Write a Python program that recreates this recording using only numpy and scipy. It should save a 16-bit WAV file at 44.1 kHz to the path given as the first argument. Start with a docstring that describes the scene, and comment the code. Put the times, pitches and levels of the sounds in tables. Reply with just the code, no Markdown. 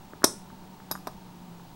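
"""A small, quiet room: a metal and plastic spinning top is turned in the hand near a mono microphone.
Its parts snap together once loudly and twice softly. Each snap cracks, thumps the plastic body
and rings the metal. Loose plastic ticks between the snaps.
Behind it are room noise, a slowly sinking hum and a picture tube's whistle."""
import sys
import numpy as np
from scipy import signal
from scipy.fft import rfft, irfft
from scipy.io import wavfile
from scipy.ndimage import uniform_filter1d

SR = 44100
rng = np.random.default_rng(int(sys.argv[2]) if len(sys.argv) > 2 else 0)


def dump_mix(stems):
    """Bounce the given channels to the path in sys.argv[1] as a 16-bit WAV at rate SR."""
    frames = np.atleast_2d(stems).T  # one column per channel
    limited = np.clip(frames, -1, 1)  # hard clip at full scale
    pcm = np.round(limited * 32767).astype(np.int16)
    wavfile.write(sys.argv[1], SR, pcm)


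N = 77175
T = np.arange(N) / SR

# tone colour of the room noise (frequency [Hz], level [dB])
ROOM_NOISE_COLOUR = [(15, -7), (28, -37), (55, -10), (80, -17.5), (125, -11), (190, -10), (270, -14.5),
                     (380, -18), (460, -24), (680, -24.5), (1100, -25.5), (1900, -34.5), (4000, -34.5),
                     (8800, -42), (15500, -46)]
# narrow whirs in the room noise (frequency [Hz], width [Hz], level [dB])
WHIRS = [(756.4, 10, -63), (905, 48, -57.5)]
# how the hum changes (time [s], pitch [Hz], level [dB])
HUM_PATH = [(0, 190.9, -66), (0.4, 187, -51.5), (0.7, 187, -50.5), (0.9, 185.4, -53), (1.02, 185.9, -47.5),
            (1.249, 182.8, -51.5), (1.451, 177.2, -48.5), (1.62, 172, -46.5), (1.75, 164, -55)]
# tone colour of the room's echo (frequency [Hz], level [dB])
ECHO_COLOUR = [(100, 7), (300, -4), (650, -2.5), (1400, -6), (2600, -4.5), (5400, -2), (9000, 2),
               (12500, -10.5), (16000, 1)]
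# ticks of loose plastic (time [s], level [dB], pitch [Hz], knock on the body [dB])
TICKS = [(0.1343, -33.5, 1244, -29), (0.2200, -31.5, 1180, -32), (0.2333, -24.5, 1170, -28),
         (0.2396, -10, 1375, -29), (0.5021, -38.5, 1130, -56), (0.8015, -39.5, 1280, -60),
         (0.9097, -34.5, 1120, -45), (0.921, -28.5, 1155, -44), (0.9530, -26, 1160, -54),
         (0.958, -32.5, 1164, -64), (0.9688, -55, 1170, -57), (0.9756, -43, 1230, -57),
         (1.0824, -33, 1175, -58), (1.5971, -42.5, 1120, -53)]
# the tones in one tick (frequency [times its pitch], level [dB])
TICK_TONES = [(0.701, -7), (1.002, 6.5), (1.27, 0.5)]
# tones of the hand-held body (frequency [Hz], level [dB], time to fade by 60 dB [s])
BODY_TONES = [(225, -20, 0.016), (330, -1, 0.011), (404, -6.5, 0.014), (600, -5, 0.013)]
# tones of the plastic shell (frequency [Hz], level [dB], fade time [s])
SHELL_TONES = [(780, -4.5, 0.0093), (916, -2.5, 0.012), (1225, -18.5, 0.054), (1445, -9.5, 0.0088),
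               (1650, -38, 0.022), (2140, -14, 0.0056)]
# tones of the metal wheel (frequency [Hz], level [dB], fade time [s])
WHEEL_TONES = [(3890, -3, .05), (4485, -12, .05), (5290, 1, .06), (5375, -3, .09), (5485, -1, .14),
               (5930, -6, .04), (6760, -11, .05), (7710, -10, .04), (8435, -8, .05), (8778, -6, .07),
               (8922, -8, .11), (9900, -6, .045), (10980, -11, .035), (11380, -8, .05)]
# tones of the thin metal ring (frequency [Hz], level [dB], fade time [s])
THIN_RING_TONES = [(3830, -6, .032), (5065, 0, .032), (5600, -5, .028), (6795, -9, .03), (8870, -9, .045),
                   (11528, -1, .038), (12560, 0, .03), (13900, -14, .035)]
# tone colour of the crack as parts meet (frequency [Hz], level [dB])
CRACK_COLOUR = [(120, -15), (400, -9), (1000, 4.5), (1700, -10), (2400, -12), (2950, -21), (3650, -4),
                (4500, -4.5), (5400, 2.5), (6500, -10.5), (9000, -8.5), (11500, -6.5), (15500, -32)]
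# snaps (time [s], crack [dB], scrape length [s], crack brightness [dB per octave], body thump [dB],
# shell clack [dB], wheel [dB], thin ring [dB], ringing time the fingers allow [factor])
SNAPS = [(0.2424, -10.5, 0.0025, 2, -6, -19, -25.5, -47, 1.05),
         (0.9134, -32.5, 0.0037, 1, -30, -23, -61, -27.5, 1.57),
         (1.0717, -34, 0.0041, -4.5, -41, -23, -68, -41.5, 0.84)]

BUZZ_RATE, WHEEL_BUZZ, RING_BUZZ = 240, .5, .4  # flutter of loose metal: changes a second, two depths


def undb(db):
    """Turn decibels into a number to multiply by."""
    return 10 ** (np.asarray(db) / 20)


def unit(x):
    """Scale a signal to an average strength (rms) of 1."""
    return x / np.sqrt(np.mean(x ** 2))


def noise(points):
    """Noise of strength 1, coloured by (frequency [Hz], level [dB]) points."""
    hz, db = np.array(points).T
    freqs = np.maximum(np.arange(N // 2 + 1) * SR / N, 1)
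    gains = undb(np.interp(np.log(freqs), np.log(hz), db))
    return unit(irfft(rfft(rng.standard_normal(N)) * gains, N))


def walk(rate):
    """A smooth random wobble of strength 1 that changes about `rate` times a second."""
    hold = int(SR / rate)
    steps = np.repeat(rng.standard_normal(N // hold + 1), hold)
    return unit(uniform_filter1d(uniform_filter1d(steps, hold), hold)[:N])


def ring(tones, buzz=0, free=1):
    """Fading tones of a struck part: `buzz` makes them flutter, `free` scales their fade time."""
    t = T[:SR // 3]
    out = np.zeros(len(t))
    for hz, db, fade_s in tones:
        swing = np.exp((2j * np.pi * hz - np.log(1000) / (fade_s * free)) * t)
        if buzz:
            flutter = (walk(BUZZ_RATE) + 1j * walk(BUZZ_RATE))[:len(t)]
            swing = swing * (1 + buzz * flutter) / np.sqrt(1 + 2 * buzz ** 2)
        out += undb(db) * swing.imag
    return out


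def add(out, start, sound):
    """Mix a sound into `out`, beginning at `start` seconds."""
    i = int(start * SR)
    part = sound[:N - i]
    out[i:i + len(part)] += part


def room_noise():
    """A steady rush of noise with two faint, narrow whirs."""
    out = undb(-49.5) * noise(ROOM_NOISE_COLOUR)
    for hz, width, db in WHIRS:
        narrow_band = signal.iirpeak(hz, hz / width, fs=SR)
        whir = signal.lfilter(*narrow_band, rng.standard_normal(N))
        out += undb(db) * unit(whir)
    return out


def hum():
    """A low hum that wavers and slowly sinks in pitch."""
    times, hz, db = np.array(HUM_PATH).T
    pitch = np.interp(T, times, hz) * (1 + .012 * walk(rate=24.44))
    level_db = np.interp(T, times, db) + 2.5 * walk(rate=21.66)
    tone = np.sin(2 * np.pi * np.cumsum(pitch) / SR)
    return undb(level_db) * unit(tone)


def tube_whistle():
    """A picture tube whistles faintly at the rate it draws its lines."""
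    line_hz = 15734
    level_db = -66.5 + walk(rate=12.3)
    return undb(level_db) * unit(np.sin(2 * np.pi * line_hz * T))


def room_echo(sound):
    """The small room answers with a short wash of echoes and one bounce off a near wall."""
    build_s, fade_s = .0031, .3
    swell = 1 - np.exp(-T / build_s)
    fade = np.exp(-np.log(1000) * T / fade_s)  # down 60 dB after fade_s
    wash = noise(ECHO_COLOUR) * swell * fade
    wash /= np.sqrt(np.sum(wash ** 2))
    echoes = np.zeros(N)
    add(echoes, start=.004, sound=undb(-11.5) * wash)
    add(echoes, start=.0098, sound=undb([-20.5]))  # the near wall
    return signal.fftconvolve(sound, echoes)[:N]


def plastic_ticks():
    """Loose plastic makes short, dull ticks that also knock the body."""
    rise_s, fade_s, muffle_hz = .00036, .0067, 1890
    out = np.zeros(N)
    body = ring(BODY_TONES)
    swell = 1 - np.exp(-T[:len(body)] / rise_s)
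    for start, db, hz, knock_db in TICKS:
        tick = ring([(hz * ratio, tone_db, fade_s) for ratio, tone_db in TICK_TONES])
        add(out, start, swell * (undb(db) * tick + undb(knock_db) * body))
    muffle = signal.butter(6, muffle_hz, fs=SR, output="sos")
    return signal.sosfilt(muffle, out)


def snaps():
    """Parts scrape briefly and ring the metal; crack, thump and clack repeat as they bounce once."""
    crack_fade_s, bounce_s, bounce_db = .004, .0031, -13
    out = np.zeros(N)
    body, shell = ring(BODY_TONES), ring(SHELL_TONES)
    for start, crack_db, scrape_s, brightness, body_db, shell_db, wheel_db, ring_db, free in SNAPS:
        wheel = undb(wheel_db) * ring(WHEEL_TONES, WHEEL_BUZZ, free)
        thin_ring = undb(ring_db) * ring(THIN_RING_TONES, RING_BUZZ, free)
        add(out, start, wheel + thin_ring)
        plastic = undb(body_db) * body + undb(shell_db) * shell
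        colour = [(hz, db + brightness * np.log2(hz)) for hz, db in CRACK_COLOUR]
        contact = np.exp(-np.maximum(T - scrape_s, 0) / crack_fade_s)  # holds, then fades
        for delay, gain in ((0, 1), (bounce_s, undb(bounce_db))):
            crack = undb(crack_db) * noise(colour) * contact
            add(out, start + delay, gain * crack)
            add(out, start + delay, gain * plastic)
    return out


def scene():
    """The spinning top, its echo and the background, the same in both channels."""
    bass_cut = signal.butter(2, 229, "high", fs=SR, output="sos")  # the top's sounds carry no deep bass
    top = signal.sosfilt(bass_cut, snaps() + plastic_ticks())
    mono = tube_whistle() + room_echo(top) + room_noise() + hum() + top
    return np.array([mono, mono])


def record(dry):
    """The recorder flattens peaks that are too loud and cuts the highest treble."""
    highest_hz = 15900
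    treble_cut = signal.ellip(10, .2, 80, highest_hz, fs=SR, output="sos")
    return signal.sosfilt(treble_cut, np.clip(dry, -1, 1))


dry = scene()
out = record(dry)
dump_mix(out)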